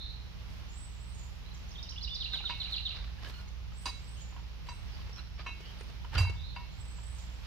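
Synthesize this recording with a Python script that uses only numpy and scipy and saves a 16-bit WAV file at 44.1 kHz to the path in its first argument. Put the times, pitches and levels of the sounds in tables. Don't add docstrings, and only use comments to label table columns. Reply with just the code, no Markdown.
import sys
import numpy as np
from scipy import signal
from scipy.fft import rfft, irfft, next_fast_len
from scipy.io import wavfile
from scipy.ndimage import map_coordinates

SR = 44100
rng = np.random.default_rng(int(sys.argv[2]) if len(sys.argv) > 2 else 0)


def amplitude_ratio(level_db):
    exponent = np.asarray(level_db, float) / 20
    return 10 ** exponent


def store_pcm(level_fs):
    pcm = np.round(np.clip(level_fs, -1, 1) * 32767).astype(np.int16)
    wavfile.write(sys.argv[1], SR, np.atleast_2d(pcm).T)


N = 329338


def unit(x):
    return x / np.sqrt(np.mean(x ** 2) + 1e-20)


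def along(points, hz):
    f, v = np.transpose(points)
    return np.interp(np.log(hz + 1), np.log(f + 1), v)


def curves(rows):
    s, *cols = np.transpose(rows)
    t = np.arange(N) / SR
    return np.array([np.interp(t, s, c, -120, -120) for c in cols])


def wobble(rate):
    t = np.arange(0, N + 32, 32) / SR
    knots = rng.standard_normal(int(N * rate / SR) + 4)
    return np.interp(np.arange(N) / SR, t, map_coordinates(knots, [t * rate]))


def filtered(x, response):
    m = next_fast_len(x.shape[-1] + 8192)
    spectrum = rfft(x, m) * response(np.fft.rfftfreq(m, 1 / SR))
    return irfft(spectrum, m)[..., :x.shape[-1]]


def resonances(modes):
    def response(f):
        total = 0
        for k, (centre, width, db) in enumerate(modes):
            damping = 1j * f * width
            total = total + (-1) ** k * amplitude_ratio(db) * damping / (centre ** 2 - f ** 2 + damping)
        return total
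    return response


def rush(spectrum, alike, source):
    def mid_and_side(hz):
        angle = np.arccos(np.clip(along(alike, hz), -1, 1)) / 2
        return amplitude_ratio(along(spectrum, hz)) * np.array([np.cos(angle), np.sin(angle)])
    mid, side = filtered(source, mid_and_side)
    return unit(np.array([mid + side, mid - side]))


def blank():
    return np.zeros((2, N + 2 * SR))


def add(track, s, sound):
    at = round((s + 1) * SR)
    track[..., at:at + sound.shape[-1]] += sound


def song(notes, repeats, rough_db, bend, warble_hz, count=40, swell_db=0):
    track = blank()
    port_lag_s = np.array([[0], [.00007]])
    for start, phrase_db in repeats:
        for s, length, from_hz, to_hz, db in notes:
            u = np.linspace(0, 1, max(round(length * SR), 9))
            knots = np.linspace(0, 1, count)
            flutter, warble = [np.interp(u, knots, row) for row in rng.standard_normal((2, count))]
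            remaining = (1 - u) ** bend
            hz = rng.normal(1, .005) * (to_hz + (from_hz - to_hz) * remaining) + warble_hz * warble
            phase = 2 * np.pi * (np.cumsum(hz) / SR - port_lag_s * hz.mean())
            level_db = db + phrase_db + rng.normal(0, 2.2) + rough_db * flutter - swell_db * remaining
            add(track, start + s, amplitude_ratio(level_db) * np.sin(np.pi * u) ** 0.21 * np.sin(phase))
    return track


# (time [s], tip [dB], shank [dB], twist [dB], hook [dB])
LATCH = [
    (2.4954, -49, -38.5, -44, -63),
    (3.856, -38, -40, -50, -36.5),
    (3.874, -39, -47, -48, -52),
    (4.6865, -52, -45, -52.5, -53),
    (5.4631, -65, -46.5, -39, -47.5),
    (6.1784, -34.5, -52, -30.5, -46),
    (6.561, -57, -42, -46.5, -67),
]
# (time [s], high modes [dB], 2.5 kHz mode [dB], screw head [dB],
# flight until the bar settles on the wood [s])
KEEPER = [(2.4954, -63, -49, -78, 0.038), (3.8566, -51, -46.5, -58, 0.047), (3.8742, -64, -56, -76, 0.03),
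          (4.6874, -58, -65, -79, 0.039), (5.4645, -60, -43, -81, 0.051), (6.1769, -46.5, -53, -49.5, 0.11),
          (6.559, -83, -60, -82, 0.077)]
# (lower twist re upper [dB], hook partner re hook [dB], share of settling loss [ratio])
GRIP = [(-6.5, -9, 0.98), (-0.5, -26, 0.98), (-12, -12, 1.05), (-6, -5, 1.6), (-10.5, -4.5, 0.71),
        (-11.5, -2.5, .85), (-7.5, -10, 0.44)]
# (free time [s], slow partner re twist [dB])
TWIST_FREE = [(.1, -16), (.045, -5.5), (.04, -7), (0.054, -10), (0.075, -17), (.12, -25), (0.11, -23)]
# (frequency [Hz], level [dB], t60 [s])
BAR_MODES = [
    [(4752, 3, .11), (4762, -19, .5), (4585, -16, .15), (5052, -17, .15)],
    [(969, 0, .2), (987, -9, .1), (1050, -6, .07), (1750, -12, .06), (1841, -16, .25), (1470, -14, .05),
     (790, -18, .15), (1303, -18, .1)],
    [(2203, 0, .4), (2213, -12, .3)],
    [(2713, 0, .25), (2975, -14, .1)],
    [(3937, 1.5, .2)],
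    [(3964, 1.5, .3)],
]
# (frequency [Hz], level [dB], t60 [s])
PLATE_MODES = [
    [(5752, 0, .12), (6145, -9, .15), (6512, -12, .25), (7280, -14, .12), (8068, -22, .25)],
    [(2527, 0, .2)],
    [(7640, 0, .14), (8323, -14, .12), (9211, -12, .2), (9628, -1, .16), (10170, -13, .12),
     (11150, -18, .2), (11550, -16, .08), (12370, -19, .18), (12730, -16, .2), (13550, -21, .15)],
]
# (frequency [Hz], level [dB], t60 [s])
TWIST_PARTNER = [(2724, 0, .7)]
SETTLE_DB = [29, 36, 0.94, 16, 11, 2.5, 12, 6.5, 4, 1.5]
RING = [1.03, 1.16, 1.36, 1.02, 1.16, 1.44, 0.95, 1.8, 1.1, 1.2]


def latch():
    track, t = blank(), np.arange(SR // 3) / SR
    flight_ring, settle_s = 1.8, 0.027
    families = BAR_MODES + PLATE_MODES + [TWIST_PARTNER]
    for strike, plate, grip, free in zip(LATCH, KEEPER, GRIP, TWIST_FREE):
        s, tip, shank, twist, hook = strike
        _, *plate_db, flight_s = plate
        low_db, partner_db, held = grip
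        free_s, slow_db = free
        levels = [tip, shank, twist + low_db, twist, hook, hook + partner_db, *plate_db, twist + slow_db]
        for k, (family, family_db, loss_db, ring) in enumerate(zip(families, levels, SETTLE_DB, RING)):
            air_s = free_s if k == 3 else flight_s
            settling_db = loss_db * held * np.clip((t - air_s) / settle_s, 0, 1)
            aged = t - np.minimum(t, air_s) * (1 - 1 / flight_ring)
            for hz, db, t60 in family:
                spread, phase = rng.normal(0, .8, (2, 1)), rng.normal(0, .3, (2, 1))
                chatter = np.interp(t, np.linspace(0, .4, 30), rng.normal(0, 2.6, 30))
                tone = np.sin(2 * np.pi * hz * rng.normal(1, .0004) * t + phase)
                level_db = family_db + db + spread + chatter - 60 * aged / (ring * t60) - settling_db
                add(track, s, amplitude_ratio(level_db) * tone * (1 - np.exp(-t / 0.0016)))
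    return track


# (time [s], peak [dB])
STEPS = [(2.673, -55), (3.477, -53), (5.094, -47), (5.606, -45.5), (5.81, -42), (5.899, -46),
         (6.185, -40.5), (6.152, -43.5), (6.23, -49), (6.297, -40), (6.303, -44), (3.274, -45)]
# (time [s], peak [dB], note [Hz])
RATTLES = [(2.404, -43.5, 837), (2.496, -35.5, 952), (3.722, -48.5, 1270), (4.326, -46, 980),
           (4.34, -51, 961), (4.365, -42.5, 1010), (4.378, -47.5, 950), (4.394, -49, 940),
           (4.688, -39, 996), (4.99, -48, 1050), (5.069, -50.5, 851), (5.463, -34.5, 1087),
           (5.49, -38.5, 1060), (6.047, -40, 976), (6.179, -31, 1007), (6.187, -30.5, 975),
           (6.21, -34, 1050), (6.231, -44, 686), (6.25, -37.5, 1000), (6.273, -39.5, 930),
           (6.285, -43.5, 940), (6.312, -49, 975), (6.302, -48, 1290), (6.325, -49.5, 972),
           (6.34, -49.5, 952), (6.356, -50.5, 970), (6.402, -53, 800), (5.516, -51, 1310),
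           (3.866, -41.5, 1490), (3.869, -40, 1740), (3.875, -46, 790), (6.562, -38.5, 966),
           (6.689, -55.5, 710), (6.987, -46.5, 995)]
# (time [s], peak [dB])
CLACKS = [
    (3.857, -38.5),
    (3.876, -44.5),
]
# (time [s], peak [dB], note [Hz])
SCRAPES = [(2.337, -38.5, 1566), (2.441, -41, 1394), (3.218, -55, 1840), (3.244, -44.5, 1627),
           (3.269, -42, 1700), (5.182, -49.5, 1305), (5.396, -45.5, 1250), (6.122, -49, 1790),
           (6.131, -40.5, 880), (6.149, -38, 1210), (6.195, -42.5, 1490), (5.473, -41, 1750),
           (2.948, -51.5, 970), (3.185, -49.5, 1690), (6.165, -38, 1700), (6.143, -40, 1670),
           (6.156, -31.5, 1423)]
# (frequency [Hz], width [Hz], level [dB])
PLANK = [(255, 62, 0), (404, 29, 0), (970, 300, -12), (1700, 1400, 4), (3000, 320, 6)]
# (frequency [Hz], density [dB per Hz])
CRACK = [(2000, -7), (3500, 8), (6000, -2), (8000, -8.5), (12000, -22), (15500, -36)]


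def knocks():
    track, t = blank(), np.arange(SR // 8) / SR
    # time [s], peak [dB], note [Hz], brightness [dB], t60 [s]
    contacts = [(*row, 418, -10.5, 0.038) for row in STEPS]
    contacts += [(*row, 1100, -1.5, 0.097) for row in CLACKS]
    contacts += [(*row, -24, 0.043) for row in RATTLES]
    contacts += [(*row, -30, 0.063) for row in SCRAPES]
    plank = resonances(PLANK)
    for s, db, hz, bright_db, t60 in contacts:
        common, own = rng.standard_normal(len(t)), rng.standard_normal((2, len(t)))
        rise = 0.001493 * amplitude_ratio(-.5 * (db + 39.0))
        shape = amplitude_ratio(db - 60 * t / t60) * (1 - np.exp(-t / rise))
        spot = resonances([(hz, 0.84 * hz, 9)])

        def struck_wood(f):
            wood = (spot(f) + amplitude_ratio(4.5) * plank(f)) / (1 + 1j * f / 5500) ** 3
            return wood + amplitude_ratio(bright_db + 5.5 + along(CRACK, f))

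        noise = filtered(shape * (common + 0.83 * own), struck_wood)
        add(track, s - rise, noise + amplitude_ratio(-1) * shape * np.sin(2 * np.pi * hz * t))
    return track


# (time [s], peak [dB], frequency [Hz], t60 [s])
BOOMS = [
    (2.047, -25, 57.5, 0.29),
    (2.998, -26.5, 54, 0.27),
    (3.86, -36, 52, 0.35),
    (6.149, -24, 110.3, 0.48),
    (6.169, -5.5, 76, 0.055),
    (6.202, -12, 89, 0.23),
    (6.375, -15.5, 61.6, 0.087),
]


def booms():
    track, t = np.zeros(N + 2 * SR), np.arange(SR // 2) / SR
    for s, db, hz, t60 in BOOMS:
        swing = amplitude_ratio(db - 1 - 60 * t / t60) * np.sin(2 * np.pi * hz * t)
        add(track, s, swing * (1 - np.exp(-t / 0.01)))
    return track[SR:SR + N]


# (time [s], length [s], start [Hz], end [Hz], level [dB])
SQUEAKS = [
    (3.286, .035, 1295, 1390, -66),
    (3.328, 0.054, 1457, 1432, -62.5),
    (3.379, 0.042, 1434, 1384, -61),
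    (3.473, 0.017, 2140, 2140, -65),
    (5.179, 0.022, 1386, 1350, -56),
    (5.378, 0.034, 1150, 1164, -61),
]
SQUEAK_ORDERS = [2, 1, 0.5, -9]


def hinge_squeaks():
    slips = []
    for s, length, from_hz, to_hz, db in SQUEAKS:
        for order, order_db in enumerate(SQUEAK_ORDERS, 1):
            slips.append((s, length, order * from_hz, order * to_hz, db + order_db))
    return song(slips, [(0.0024, 0)], rough_db=4.5, bend=1.3, warble_hz=59, count=8)


# (time of peak [s], length [s], scuff [dB], cloth [dB])
MOVES = [(0.512, 0.067, -90, -72), (1.252, 0.16, -100, -74), (1.552, .06, -95, -75),
         (2.342, 0.018, -58, -64), (2.5, 0.012, -62.5, -77), (3.822, .012, -77, -66),
         (2.608, 0.2, -68.5, -74.5), (2.715, 0.074, -66, -68.5), (2.945, 0.13, -66.5, -79),
         (3.247, 0.075, -64, -71), (3.292, 0.055, -66, -66), (3.356, 0.054, -73, -80),
         (3.387, 0.036, -70, -71), (4.671, 0.027, -69, -74), (4.977, 0.31, -74, -81),
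         (5.178, 0.039, -66.5, -75), (5.399, 0.042, -64.5, -85), (5.68, 0.24, -75, -85),
         (2.834, 0.066, -81, -82), (6.147, 0.026, -53, -65), (6.182, 0.028, -52, -61),
         (7.2, 0.32, -76, -75), (7.455, 0.054, -71, -70)]
# (frequency [Hz], density [dB per Hz])
SCUFF = [(200, -1.5), (500, -0.5), (1500, 3), (3000, 1.5), (5000, -1.5), (7000, -25), (10000, -52)]
# (frequency [Hz], density [dB per Hz])
CLOTH = [(3000, -40), (4500, -8), (6500, 0), (8000, -4), (9000, -9), (12000, -5), (15500, -20)]


def rustle():
    s, length, *levels = np.transpose(MOVES)[..., None]
    knots = np.arange(0, N / SR + .001, .001)
    late = knots - s
    share, fade_db = 0.28, 4.5
    shape_db = -fade_db * np.maximum(-late / share, late / (1 - share)) / length
    t = np.arange(N) / SR
    scuff_db, cloth_db = [np.interp(t, knots, np.max(db + shape_db, axis=0)) for db in levels]

    def grains():
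        return rng.standard_normal((2, N)) * amplitude_ratio(3 * wobble(260) + 1.2 * wobble(30))

    scuff = amplitude_ratio(scuff_db + 14.5) * rush(SCUFF, [(600, 0.95), (3000, 0.16)], grains())
    cloth = amplitude_ratio(cloth_db + 0.5) * rush(CLOTH, [(4000, 0.082)], grains())
    return scuff + cloth


# (time [s], length [s], start [Hz], end [Hz], level [dB])
LEAD_IN = [(1.512, 0.013, 4000, 4110, -63), (1.54, .02, 7600, 5200, -58), (1.688, .01, 6630, 6200, -54),
           (1.706, .016, 6720, 4700, -56), (1.713, .008, 5600, 5430, -50), (1.75, 0.013, 3660, 3550, -54),
           (1.757, 0.014, 3300, 3200, -51), (1.78, 0.018, 3540, 3760, -49), (1.8, 0.072, 3720, 3695, -63),
           (1.827, 0.0077, 4400, 5930, -44), (1.832, 0.0097, 5510, 5100, -46),
           (1.855, 0.012, 3260, 2680, -52), (1.89, 0.009, 3570, 6390, -45.5),
           (1.897, .008, 5380, 5650, -46), (1.908, 0.0068, 5700, 4770, -41.5),
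           (1.92, 0.01, 3300, 2750, -46), (2.01, 0.013, 4020, 4330, -43.5), (2.105, 0.044, 3560, 3610, -46),
           (2.195, 0.011, 3970, 3520, -53), (2.32, 0.012, 3700, 3600, -44), (2.445, .012, 3650, 3800, -50)]
# (time in figure [s], length [s], start [Hz], end [Hz], level [dB])
RISE = [(0, 0.012, 2780, 2940, -43), (.017, 0.011, 3300, 3490, -45), (.062, 0.02, 4550, 5420, -44),
        (.07, 0.008, 5750, 5350, -43), (.076, .009, 5200, 4400, -39), (.084, 0.0092, 4400, 3630, -41)]
# (time [s], level [dB])
RISE_AT = [(1.96, -1), (2.075, -1.5)]
# (time in figure [s], length [s], start [Hz], end [Hz], level [dB])
TRILL = [(-.003, 0.013, 4370, 4100, -44.5), (0, 0.0227, 4108, 4006, -40), (0, 0.0197, 3786, 3657, -39),
         (.014, 0.0177, 3627, 2870, -36.5), (.038, 0.0118, 4784, 3430, -40),
         (.04, 0.0205, 4063, 3900, -45.5), (.054, .011, 2646, 2930, -36), (.067, 0.0143, 3000, 2095, -44.5)]
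# (time [s], level [dB])
TRILL_AT = [(2.204, -3.5), (2.332, -3), (2.453, -2), (2.601, -2.5), (2.724, -1.5), (2.852, -3)]
# (frequency [Hz], width [Hz], level [dB])
WREN_PATH = [(3900, 840, 3.5)]
ONCE = [(0, 0.0088)]  # (time [s], level [dB])


def wren():
    parts = [(LEAD_IN, ONCE), (RISE, RISE_AT), (TRILL, TRILL_AT)]
    notes = sum(song(*part, rough_db=1.0, bend=1.13, warble_hz=70.0) for part in parts)
    return filtered(notes, lambda f: 0.76 + resonances(WREN_PATH)(f))


# (time in phrase [s], length [s], start [Hz], end [Hz], level [dB])
WHISTLE = [(-.014, 0.288, 6060, 8230, -60.5), (.236, 0.044, 6260, 6950, -63), (.278, .028, 7010, 6970, -54)]
# (time in phrase [s], length [s], start [Hz], end [Hz], level [dB])
WHISTLE_DROP = [(.281, .017, 6900, 3000, -56)]
# (time [s], level [dB])
WHISTLE_AT = [(0.898, -2), (3.925, -3), (6.902, -1)]
# (time [s], length [s], start [Hz], end [Hz], level [dB])
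WHISTLE_OPEN = [(.681, 0.19, 6360, 8040, -55), (3.726, 0.17, 6880, 8560, -59.5),
                (6.691, 0.26, 6600, 8040, -63.5)]
# (time [s], length [s], start [Hz], end [Hz], level [dB])
PEEPS = [(4.665, 0.11, 7200, 8500, -68), (4.86, 0.043, 5740, 5500, -67), (4.92, 0.035, 5200, 4700, -64),
         (4.135, 0.031, 5450, 5440, -71), (5.12, 0.075, 5500, 5420, -65), (5.34, 0.032, 5500, 5400, -68),
         (5.385, .04, 4550, 4600, -62), (5.652, 0.033, 4500, 4530, -65), (5.785, 0.057, 9000, 8960, -72),
         (7.17, 0.08, 7470, 7500, -69.5), (7.3, .11, 7750, 7450, -76)]


def whistler():
    high = song(PEEPS, ONCE, rough_db=8.5, bend=1.7, warble_hz=69.5)
    for part in [(WHISTLE, WHISTLE_AT), (WHISTLE_OPEN, ONCE)]:
        high = high + song(*part, rough_db=5.0, bend=2.6, warble_hz=22, swell_db=12)
    return high + song(WHISTLE_DROP, WHISTLE_AT, rough_db=2, bend=1.05, warble_hz=30)


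# (time [s], length [s], start [Hz], end [Hz], level [dB])
FAR_CALLS = [(-.05, 0.2, 4030, 4215, -50.5), (-.05, 0.17, 3656, 3810, -52), (.06, .3, 4070, 3930, -67),
             (6.44, 0.16, 3690, 3710, -61), (1.441, 0.056, 3980, 4120, -63),
             (4.155, 0.07, 2910, 3125, -60.5), (5.62, 0.1, 2960, 3120, -57.5), (6.35, .13, 3470, 4060, -55),
             (6.445, 0.1, 4020, 4190, -54.5), (6.53, 0.29, 4080, 4110, -68)]


def far_calls():
    track = blank()
    blur_hz = 480
    for s, length, from_hz, to_hz, db in FAR_CALLS:
        t = np.arange(round(length * SR)) / SR
        knots = rng.standard_normal((4, 400))
        a, b, c, d = [map_coordinates(row, [t * blur_hz]) for row in knots]
        phase = 2 * np.pi * np.cumsum(from_hz + (to_hz - from_hz) * t / length) / SR
        cosine, sine = np.cos(phase), np.sin(phase)
        smear = np.array([a * cosine + b * sine, c * cosine + d * sine])
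        add(track, s, amplitude_ratio(db) * np.sin(np.pi * t / length) ** .7 * (smear + .3 * smear[::-1]))
    return track


# (frequency [Hz], t60 [s])
YARD = [(200, 0.18), (2000, 0.3), (4500, 0.56), (7000, 0.66), (11000, 0.021)]


def yard(x, wet_db, lag_s, lumpy_db=1.5):
    hz, t, z = signal.stft(rng.standard_normal((2, SR // 2)), SR, nperseg=256)
    lumps = amplitude_ratio(lumpy_db * rng.standard_normal(len(t)))
    decay = amplitude_ratio(-60 * t / along(YARD, hz)[:, None])
    tail = signal.istft(z * lumps * decay, SR, nperseg=256)[1]
    tail = np.pad(tail / np.linalg.norm(tail[0]), ((0, 0), (round(lag_s * SR), 0)))
    wet = signal.oaconvolve(x, tail, axes=1)[:, :x.shape[1]]
    return (x + amplitude_ratio(wet_db) * wet)[:, SR:SR + N]


# (order [multiple of shaft rate], level [dB rms])
FAN = [(2, -50), (3, -46), (4, -62), (6, -59), (7.8, -69), (8.75, -65), (12, -73)]


def fan():
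    shaft_hz = 19.74
    turn = 2 * np.pi * shaft_hz * np.arange(N) / SR
    lead = np.array([[.5], [-.5]])
    hum = np.zeros((2, N))
    for order, db in FAN:
        level = amplitude_ratio(db + 2.0 + 0.68 * np.sqrt(order) * wobble(5.074))
        hum += level * np.sin(order * (turn + 0.21 * lead) + 0.84 * wobble(3))
    return hum


# (time [s], level [dB])
RUMBLE = [(0.0, -60), (0.83, -60), (1.25, -59), (4.62, -59.5), (4.99, -56), (5.74, -63.5), (6.3, -50.5),
          (6.55, -58), (7.47, -58.5)]
# (frequency [Hz], density [dB per Hz])
RUMBLE_COLOUR = [(20, -33), (34, -18), (50, -6), (72, -4), (100, -7.5), (125, -6.5), (145, -14), (180, -13),
                 (210, -49), (400, -97)]


def rumble():
    low = rush(RUMBLE_COLOUR, [(40, 0.23), (70, 0.62), (130, -0.82)], rng.standard_normal((2, N)))
    return amplitude_ratio(curves(RUMBLE) + 11.5 + 0.33 * wobble(5.3)) * low


# (frequency [Hz], density [dB per Hz])
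AIR_COLOUR = [(90, -11), (150, 2.5), (300, -15), (727, -20), (840, -16.5), (1650, -19.5), (2840, -17),
              (4000, -21), (5600, -24.5), (6500, -32.5), (8000, -42.5), (8700, -48), (10000, -41),
              (15600, -44)]
# (frequency [Hz], coherence [ratio])
AIR_ALIKE = [(60, 0.66), (130, -0.73), (290, -0.33), (640, 0.7), (1410, 0.079), (3100, -0.21), (6820, 0.16),
             (15000, -0.16)]


def hiss():
    return amplitude_ratio(-53 + 0.91 * wobble(3.39)) * rush(AIR_COLOUR, AIR_ALIKE, rng.standard_normal((2, N)))


def scene():
    steel = yard(latch(), wet_db=-14.5, lag_s=0.0047)
    wood = yard(knocks() + hinge_squeaks(), wet_db=-10.5, lag_s=.006)
    near_bird = yard(wren(), wet_db=-6.0, lag_s=.003, lumpy_db=-0.5)
    other_birds = yard(whistler() + far_calls(), wet_db=-4.5, lag_s=.0035, lumpy_db=1.0)
    return steel + wood + booms() + rustle() + near_bird + other_birds + fan() + rumble() + hiss()


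# (frequency [Hz], left minus right [dB])
PORTS = [(60, -5.5), (110, -1.5), (200, 2.5), (380, -1), (700, -0.5), (1290, -1.0), (2380, 0.5), (4400, -7),
         (8120, -8.5), (15000, -15.5)]


def low_pass(x):
    return signal.sosfilt(signal.butter(12, 15710, fs=SR, output="sos"), x)


def record(dry):
    def port_response(hz):
        band = (hz < 15715) / (1 + (34 / (hz + 1)) ** 8)
        return band * amplitude_ratio(along(PORTS, hz) * np.array([[.5], [-.5]]))
    mix = filtered(dry, port_response)
    return low_pass(mix)


dry = scene()
out = record(dry)
store_pcm(out)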